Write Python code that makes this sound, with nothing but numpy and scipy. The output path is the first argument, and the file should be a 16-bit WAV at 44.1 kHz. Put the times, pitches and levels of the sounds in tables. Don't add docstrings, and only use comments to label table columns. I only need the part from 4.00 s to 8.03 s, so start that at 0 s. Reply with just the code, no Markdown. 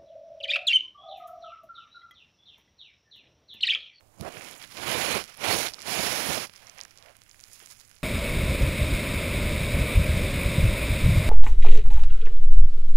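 import sys
import numpy as np
from scipy import signal
from scipy.fft import rfft, irfft
from scipy.io import wavfile
from scipy.ndimage import uniform_filter1d, map_coordinates

SR = 44100
rng = np.random.default_rng(int(sys.argv[2]) if len(sys.argv) > 2 else 0)


def store_pcm(level_fs):
    pcm = np.round(np.clip(level_fs, -1, 1) * 32767).astype(np.int16)
    wavfile.write(sys.argv[1], SR, np.atleast_2d(pcm).T)


def elevation(decibels):
    levels = np.asarray(decibels, float)
    return 10 ** (levels / 20)


N = 177754

# (frequency [Hz], relative density [dB per Hz])
RASP_COLOUR = [(600, -26.5), (1000, -3.5), (1500, 0), (1850, -1), (2250, 2), (2800, -1), (3400, -5.5),
               (4200, -28), (6000, -17.5)]
SIZZLE_COLOUR = [(2500, -20), (3600, -5), (5200, 2.34), (7500, -8.5), (11000, -9), (16000, -13)]
SCRAPE_COLOUR = [(2600, -26.5), (3500, -2.5), (4500, 5), (6000, -1), (7500, -23)]
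PRESS_COLOUR = [(130, -8), (250, -1), (420, 1.5), (700, 2), (1000, -3), (1700, -9.5), (2700, -16),
                (4000, -48)]
PUSH_COLOUR = [(20, -39), (45, -5), (110, 4), (200, 1), (400, -8.5)]


def strokes(rasp_db, sizzle_db, press_db, push_db):
    fine = catches(rasp_db, slow_rate=500.0, per_db=2.16, spread_db=3.0, smooth=0.5)
    coarse = catches(rasp_db, slow_rate=250.0, per_db=0.27, spread_db=-0.5, smooth=0.74)
    mixed = 0.93 * fine + 0.51 * coarse

    sizzle_gain = elevation(sizzle_db - 2.5 + 0.37 * wobble(39.73))
    sizzle = sizzle_gain * patchy(coloured(fine, SIZZLE_COLOUR), depth_db=1.0)
    rasp = elevation(rasp_db + 0.47) * patchy(coloured(mixed, RASP_COLOUR), depth_db=0.66)
    press_gain = elevation(press_db - 0.33 + 0.3 * wobble(30.53))
    press = press_gain * patchy(coloured(coarse, PRESS_COLOUR), depth_db=1.0)
    push_gain = elevation(push_db - 0.5 + 1.35 * wobble(28.91))
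    push = push_gain * coloured(noise(), PUSH_COLOUR)

    full_stroke_db, scrape_db, scrape_growth = -33, -42, 1.33
    scrape_gain = elevation(scrape_db + scrape_growth * (rasp_db - full_stroke_db))
    scrape = scrape_gain * patchy(coloured(fine, SCRAPE_COLOUR), depth_db=4.5)

    stutter_db = 0.37 * wobble(45.4) + 0.87 * wobble(120)
    return elevation(stutter_db) * (scrape + sizzle + rasp + press + push)


def catches(effort_db, slow_rate, per_db, spread_db, smooth):
    light_touch_db = -59.5
    chance = slow_rate * elevation(per_db * (effort_db - light_touch_db)) / SR
    chance = np.clip(chance, 1e-4, 1)
    caught = rng.random(N) < chance * elevation(5 * wobble(60))
    size_db = spread_db * np.minimum(rng.exponential(size=N), 5)
    direction = np.sign(rng.random(N) - 0.4)
    sizes = elevation(size_db) * direction
    clicks = caught * sizes / np.sqrt(chance * np.mean(sizes ** 2))
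    return np.sqrt(1 - smooth) * clicks + np.sqrt(smooth) * noise()


# (time [s], relative rasp level [dB], sizzle over rasp [dB])
STROKE_CURVES = [
    [(.72, -62, 8), (.775, -47.5, -1.2), (.83, -41, -0.3), (.9, -33, -1), (1.04, -33.5, 0.7),
     (1.17, -33, -1), (1.2, -37, -1), (1.26, -62, 6.5)],
    [(1.36, -63, 2), (1.445, -31, -2.5), (1.514, -30, 0.5), (1.575, -35.5, 5.5), (1.67, -36, 1.7),
     (1.715, -57.5, 5)],
    [(1.82, -57.5, 1.5), (1.887, -36.5, 2.8), (1.95, -33.5, 1.5), (2.06, -33.5, 2.3), (2.23, -36.5, 3.5),
     (2.31, -33.5, 2.1), (2.38, -38.5, 4.5), (2.45, -42, 1), (2.49, -75.5, 11)],
]
# (peak time [s], width [s], relative rasp level [dB], sizzle over rasp [dB])
LIGHT_RUBS = [(.275, 0.044, -49, -3), (0.376, 0.13, -50.5, -3.5), (0.479, 0.15, -51, -0.5),
              (.625, 0.066, -52.5, -2), (.73, 0.067, -58, 1), (1.295, 0.07, -54.5, 0.7),
              (1.792, .08, -56, -4), (2.68, 0.21, -61, -0.5), (2.806, 0.088, -58, -4),
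              (2.97, 0.046, -64, -1), (3.078, 0.077, -62.5, -3), (3.418, 0.041, -70, -5),
              (3.48, .07, -70, 3), (3.555, .08, -67.5, 12), (3.622, 0.051, -60, -4), (3.713, 0.049, -61, 8),
              (3.809, 0.03, -69, 11.5), (3.945, 0.075, -71, -9)]
# (time [s], relative rasp level [dB], sizzle over rasp [dB], pressure over rasp [dB])
RESTING_CONTACT = [(0, -77, -13, 9.5), (.13, -77.5, -3, 12), (.17, -72.5, 1, 10.5), (.21, -60, 2.5, 1),
                   (.33, -55.5, -2.5, 4.5), (.57, -58.5, -3, 1.5), (.69, -60, 4.5, -10),
                   (1.35, -61, 0.5, -5.5), (1.75, -59.5, 4.5, 1.5), (2.49, -64, 3, -7),
                   (2.9, -64.5, 0.7, -9), (3.29, -68, -3, -8), (3.36, -69.5, 3.5, -3), (3.6, -65.5, 3, -11),
                   (4.03, -70, 3, -4)]
# (peak time [s], width [s], relative pressure level [dB], relative push level [dB])
PRESS_SURGES = [(0.211, 0.037, -51, -39.5), (.235, 0.029, -47, -58), (0.271, 0.051, -38, -61),
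                (.374, 0.044, -51.5, -53.5), (.55, 0.047, -71, -65), (.79, 0.032, -44, -60),
                (.932, 0.21, -43.5, -46), (1.16, 0.026, -32.5, -37), (1.47, 0.074, -50, -46),
                (1.53, 0.12, -32.5, -42), (1.995, 0.026, -35, -37), (2.303, 0.03, -37, -38),
                (2.378, 0.023, -35, -46)]


def touch():
    stroke_press_db, stroke_push_db, rest_push_db, rub_press_db = -2.5, -12, -6.5, -7

    long_strokes = []
    for curve in STROKE_CURVES:
        silent_before = (curve[0][0] - 0.01, -140, 0)
        silent_after = (curve[-1][0] + 0.01, -140, 0)
        long_strokes.append(curves([silent_before, *curve, silent_after]))
    rubs = [(bump(s, width_s, db), over_db) for s, width_s, db, over_db in LIGHT_RUBS]
    rest_db, rest_sizzle_db, rest_press_db = curves(RESTING_CONTACT)
    surge_press = [bump(s, width_s, press_db) for s, width_s, press_db, _ in PRESS_SURGES]
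    surge_push = [bump(s, width_s, push_db) for s, width_s, _, push_db in PRESS_SURGES]

    stroke_db = summed(db for db, _ in long_strokes)
    rub_db = summed(db for db, _ in rubs)
    rasp_db = summed([stroke_db, rub_db, rest_db])
    moving_sizzle = [db + over_db for db, over_db in long_strokes + rubs]
    sizzle_db = summed(moving_sizzle + [rest_db + rest_sizzle_db])
    steady_press = [stroke_db + stroke_press_db, rub_db + rub_press_db, rest_db + rest_press_db]
    press_db = summed(steady_press + surge_press)
    push_db = summed([stroke_db + stroke_push_db, rest_db + rest_push_db] + surge_push)
    return rasp_db, sizzle_db, press_db, push_db


# (time [s], relative peak level [dB], pitch [Hz], life [cycles])
CLEAR_SNAPS = [(0.201, -56, 152, 1.3), (0.2098, -30.5, 11400, 2.7), (0.2105, -23, 4060, 0.47),
               (0.2118, -28, 165, 0.39), (0.323, -33, 7000, 1.2), (0.3405, -40, 8000, 1.1),
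               (0.37, -28.5, 2020, 0.91), (0.41, -27, 2130, 0.88), (0.47, -31, 2800, 1.2),
               (0.541, -32, 3180, 0.89), (0.6179, -32, 3590, 1.6), (0.8367, -31, 3100, 0.51),
               (0.448, -25.5, 5600, 0.41), (0.4864, -33, 3060, 0.83), (0.5118, -22.5, 7900, 0.47),
               (0.531, -29.5, 7950, 1.1), (0.6267, -28, 5700, 0.76), (0.64, -27, 3100, 1.04),
               (0.7226, -31.5, 4000, 0.95), (0.7705, -22, 3670, 0.46), (0.7751, -23, 2800, 0.4),
               (1.24, -21, 4100, 0.34), (1.2794, -32, 4800, 0.83), (1.6837, -14, 2760, 0.25),
               (1.6878, -19.5, 4900, 1.6), (1.755, -39, 6600, 1.1), (1.8268, -27, 5700, 2.1),
               (2.4705, -31, 5060, 2.4), (1.3733, -30.5, 10300, 2), (1.7374, -21.5, 5070, 2.6),
               (1.7435, -22, 4620, 2.1), (1.784, -37, 1230, 4.4), (1.792, -30, 4730, 2.5),
               (1.8042, -28, 5800, 0.57), (1.8123, -28, 5100, 1.8), (1.819, -21, 5860, 0.47),
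               (2.4965, -28, 2660, 0.24), (2.5603, -34, 5400, 2.8), (2.5647, -34, 5600, 1.2),
               (2.67, -32, 5700, 3.1), (2.6973, -29, 5900, 2.8), (2.785, -30, 5630, 2.1),
               (2.792, -28.5, 2200, 0.82), (2.804, -26, 4020, 1), (2.8124, -20, 5500, 2.7),
               (2.8354, -27.5, 6650, 1.7), (2.8507, -29, 5800, 1.3), (2.853, -33.5, 1660, 0.73),
               (2.9093, -37.5, 5460, 1.9), (2.975, -31.5, 5730, 0.92), (2.9857, -35, 5300, 1.6),
               (3.0256, -33.5, 3860, 0.73), (3.0853, -39, 2390, 1.2), (3.1676, -34.5, 8500, 0.53),
               (3.2185, -32.5, 4350, 0.49), (3.2366, -37.5, 7400, 0.73), (3.2951, -37, 6800, 3.7),
               (3.3131, -33, 5100, 1.2), (3.3448, -40, 1980, 1.2), (3.4027, -35, 6300, 2),
               (3.41, -34, 7140, 0.9), (3.4387, -26.5, 5200, 1.8), (3.5328, -29, 9050, 0.85),
               (3.624, -51, 347, 1.3), (3.6286, -35.5, 9200, 1.2), (3.6607, -27.5, 6060, 1.2),
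               (3.6883, -37, 7800, 1.4), (3.7073, -35, 5200, 1.5), (3.711, -31, 8000, 1.1),
               (3.7227, -31, 5260, 0.61), (3.799, -33.5, 6150, 1.4), (3.8521, -40, 6140, 1.7),
               (3.878, -40.5, 8950, 1.6), (3.9645, -40, 4450, 0.92), (3.9858, -41, 5800, 1.5)]


def snaps(sizzle_db):
    lesser = rng.random((480, 4))
    lesser_s = lesser[:, 0] * (N - 1) / SR
    local_db = np.minimum(sizzle_db[(lesser_s * SR).astype(int)], -36)
    lesser_db = local_db + 5.5 + 13 * lesser[:, 1] ** 2
    lesser_hz = 2200 * 7.2 ** lesser[:, 2]
    lesser_cycles = 0.62 + 0.79 * lesser[:, 3]
    rows = np.vstack([np.transpose([lesser_s, lesser_db, lesser_hz, lesser_cycles]), CLEAR_SNAPS])

    length = 1200
    out, t = np.zeros(N + length), np.arange(length) / SR
    for s, db, hz, cycles in rows:
        turn, sign = rng.random(2)
        onset = 1 - np.exp(-t * hz / 0.46)
        decay = np.exp(-1.6 * t * hz / max(cycles, 0.3))
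        ring = onset * decay * np.sin(2 * np.pi * hz * t + 1.32 * turn) * np.sign(sign - 0.5)
        ring[75:] += 0.081 * ring[:-75]
        start = round(s * SR)
        out[start:start + length] += elevation(db - 3.5) * ring / np.abs(ring).max()
    return out[:N]


# (peak time [s], width [s], relative level [dB])
BRUSH_SWELLS = [(2.67, 0.13, -61.5), (2.79, 0.13, -60.5), (3.06, 0.13, -59)]
# (frequency [Hz], relative density [dB per Hz])
BRUSH_COLOUR = [(300, -35), (480, -6.5), (650, -1.5), (850, -8), (1300, -10.5), (2000, -14)]


def brushes():
    level_db = summed(bump(*row) for row in BRUSH_SWELLS) + 1.5 * wobble(60)
    return elevation(level_db) * patchy(coloured(noise(), BRUSH_COLOUR), depth_db=2.0)


# (peak time [s], width [s], relative level [dB])
RUSTLE_SWELLS = [(.45, 0.38, -59), (3.44, .08, -80), (3.6, 0.47, -61.5), (3.95, 0.19, -71.5)]
# (frequency [Hz], relative density [dB per Hz])
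RUSTLE_COLOUR = [(4500, -20), (6500, 4.5), (10000, -2.5), (16000, -4)]


def rustles():
    level_db = summed(bump(*row) for row in RUSTLE_SWELLS)
    tips = catches(level_db, slow_rate=600.0, per_db=-0.1, spread_db=4.0, smooth=0.27)
    return elevation(level_db + 1.2 * wobble(40)) * coloured(tips, RUSTLE_COLOUR)


# (frequency [Hz], relative gain [dB])
PORT_RESPONSE = [(20, -3.5), (5500, -1), (6350, -1.5), (6800, 2), (7200, -0.5), (7700, -2.5), (8300, -1),
                 (9800, 1.5), (10700, 5.5), (11200, 4), (12000, -1.5), (13200, -1), (14100, -10),
                 (15000, -1.5), (16000, -4)]


def right_port():
    rasp_db, sizzle_db, press_db, push_db = touch()
    contact = strokes(rasp_db, sizzle_db, press_db, push_db) + snaps(sizzle_db) + brushes() + rustles()
    through_cavity = np.std(contact) * coloured(contact, PORT_RESPONSE)
    return elevation(6) * (through_cavity + right_floor())


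# (peak time [s], width [s], level [dB])
AIR_SWELLS = [(.99, 0.3, -73.5), (1.53, .2, -76), (2.05, 0.38, -75), (2.32, .14, -83)]
# (frequency [Hz], relative density [dB per Hz])
AIR_COLOUR = [(1500, -35), (2300, -8), (3000, 0), (4000, -3), (5200, -6), (6500, -11), (7600, -13),
              (9000, -6), (10200, -22), (13000, -32)]


def airborne_rasp():
    level_db = summed(bump(*row) for row in AIR_SWELLS) + 1.8 * wobble(14.6)
    return elevation(level_db) * patchy(coloured(noise(), AIR_COLOUR), depth_db=1.0)


# (time [s], pitch [Hz])
MEW_PITCH = [(.43, 765), (.54, 686), (.62, 700), (.7, 705)]
# (peak time [s], width [s])
MEW_SWELL_SHAPE = [(.58, .2)]


def mew():
    first_db, second_db = -78.5, -74
    hz, = curves(MEW_PITCH)
    phase = 2 * np.pi * np.cumsum(hz * (1 + 0.0021 * wobble(66))) / SR
    swell = elevation(bump(*MEW_SWELL_SHAPE[0], 0) + 1.5 * wobble(25))
    partials = elevation(first_db) * np.sin(phase) + elevation(second_db) * np.sin(2 * phase)
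    return np.sqrt(2) * swell * partials


# (frequency [Hz], relative density [dB per Hz])
NOSE_COLOUR = [(800, -28), (1250, -10), (1700, -5), (2400, -11), (3800, -4), (5100, 0), (6500, -2),
               (8300, -3), (9500, -25)]


def snort():
    peak_s, peak_db = 1.805, -59
    rise, fall = 560, 1298
    t = np.arange(N) / SR - peak_s
    level_db = peak_db + np.minimum(rise * t, -fall * t)
    return elevation(level_db + 2.5 * wobble(300)) * coloured(noise(), NOSE_COLOUR)


# (time [s], relative level [dB])
CASE_TAPS = [(0.207, -66)]


def case_tap():
    length = 1500
    out, t = np.zeros(N), np.arange(length) / SR
    for s, db in CASE_TAPS:
        thud = 0.6 * rng.standard_normal(length) + 2.2 * np.sin(2 * np.pi * 300 * t)
        start = round(s * SR)
        out[start:start + length] += elevation(db - 60 * t / 0.03) * thud
    return out


# (frequency [Hz], relative density [dB per Hz])
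LEFT_FLOOR_COLOUR = [(20, 3), (150, 0), (300, -9.5), (600, -16), (1600, -17), (4000, -18), (6800, -27),
                     (7600, -33), (9000, -28), (10200, -32), (15000, -35), (15800, -42)]


def left_floor():
    return elevation(-74.0 + 0.59 * wobble(16)) * patchy(coloured(noise(), LEFT_FLOOR_COLOUR), depth_db=2.0)


# (frequency [Hz], relative density [dB per Hz])
RIGHT_FLOOR_COLOUR = [(20, 3.5), (60, -6), (110, -0.5), (170, -24), (450, -27), (1000, -26), (3000, -26.5),
                      (8000, -25.5), (16000, -29)]


def right_floor():
    return elevation(-68.0 + 1.1 * wobble(3.4)) * coloured(noise(), RIGHT_FLOOR_COLOUR)


def noise():
    return rng.standard_normal(N)


def unit(x):
    return x / np.sqrt(np.mean(x ** 2) + 1e-20)


def curves(rows):
    s, *columns = np.transpose(rows)
    return [np.interp(np.arange(N) / SR, s, column) for column in columns]


def wobble(rate):
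    knots = rng.standard_normal(int(N * rate / SR) + 4)
    return map_coordinates(knots, [np.arange(N) * rate / SR])


def bump(s, width_s, db):
    return db - 6 * ((np.arange(N) / SR - s) / (width_s / 2)) ** 2


def summed(levels_db):
    power = sum(elevation(db) ** 2 for db in levels_db)
    return 20 * np.log10(np.sqrt(power) + 1e-9)


def coloured(x, spectrum):
    size = 4096
    f, db = np.transpose(spectrum)
    hz = np.fft.rfftfreq(size, 1 / SR)
    gain_db = np.interp(np.log(hz + 1), np.log(f + 1), db, left=-60, right=-60)
    cepstrum = irfft(np.log(elevation(gain_db)))
    cepstrum[1:size // 2] *= 2
    cepstrum[size // 2 + 1:] = 0
    impulse = irfft(np.exp(rfft(cepstrum)))
    return unit(signal.fftconvolve(x, impulse)[:N])


def patchy(x, depth_db):
    z = signal.stft(x, nperseg=512)[2]
    field = uniform_filter1d(rng.standard_normal(z.shape), size=5, axis=0)
    field = uniform_filter1d(field, size=8, axis=1)
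    drifting = z * elevation(depth_db * unit(field))
    return unit(signal.istft(drifting, nperseg=512)[1][:N])


def scene():
    left = left_floor() + airborne_rasp() + mew() + snort() + case_tap()
    return np.array([left, right_port()])


def top_cut(x):
    return signal.sosfilt(signal.butter(12, 16550, fs=SR, output="sos"), x)


def record(dry):
    spectrum = rfft(dry, axis=1) * (np.fft.rfftfreq(N, 1 / SR) < 15760)
    offset = [[-0.00012], [-0.0002]]
    mix = irfft(spectrum, N, axis=1) + offset
    return top_cut(mix)


dry = scene()
out = record(dry)
store_pcm(out)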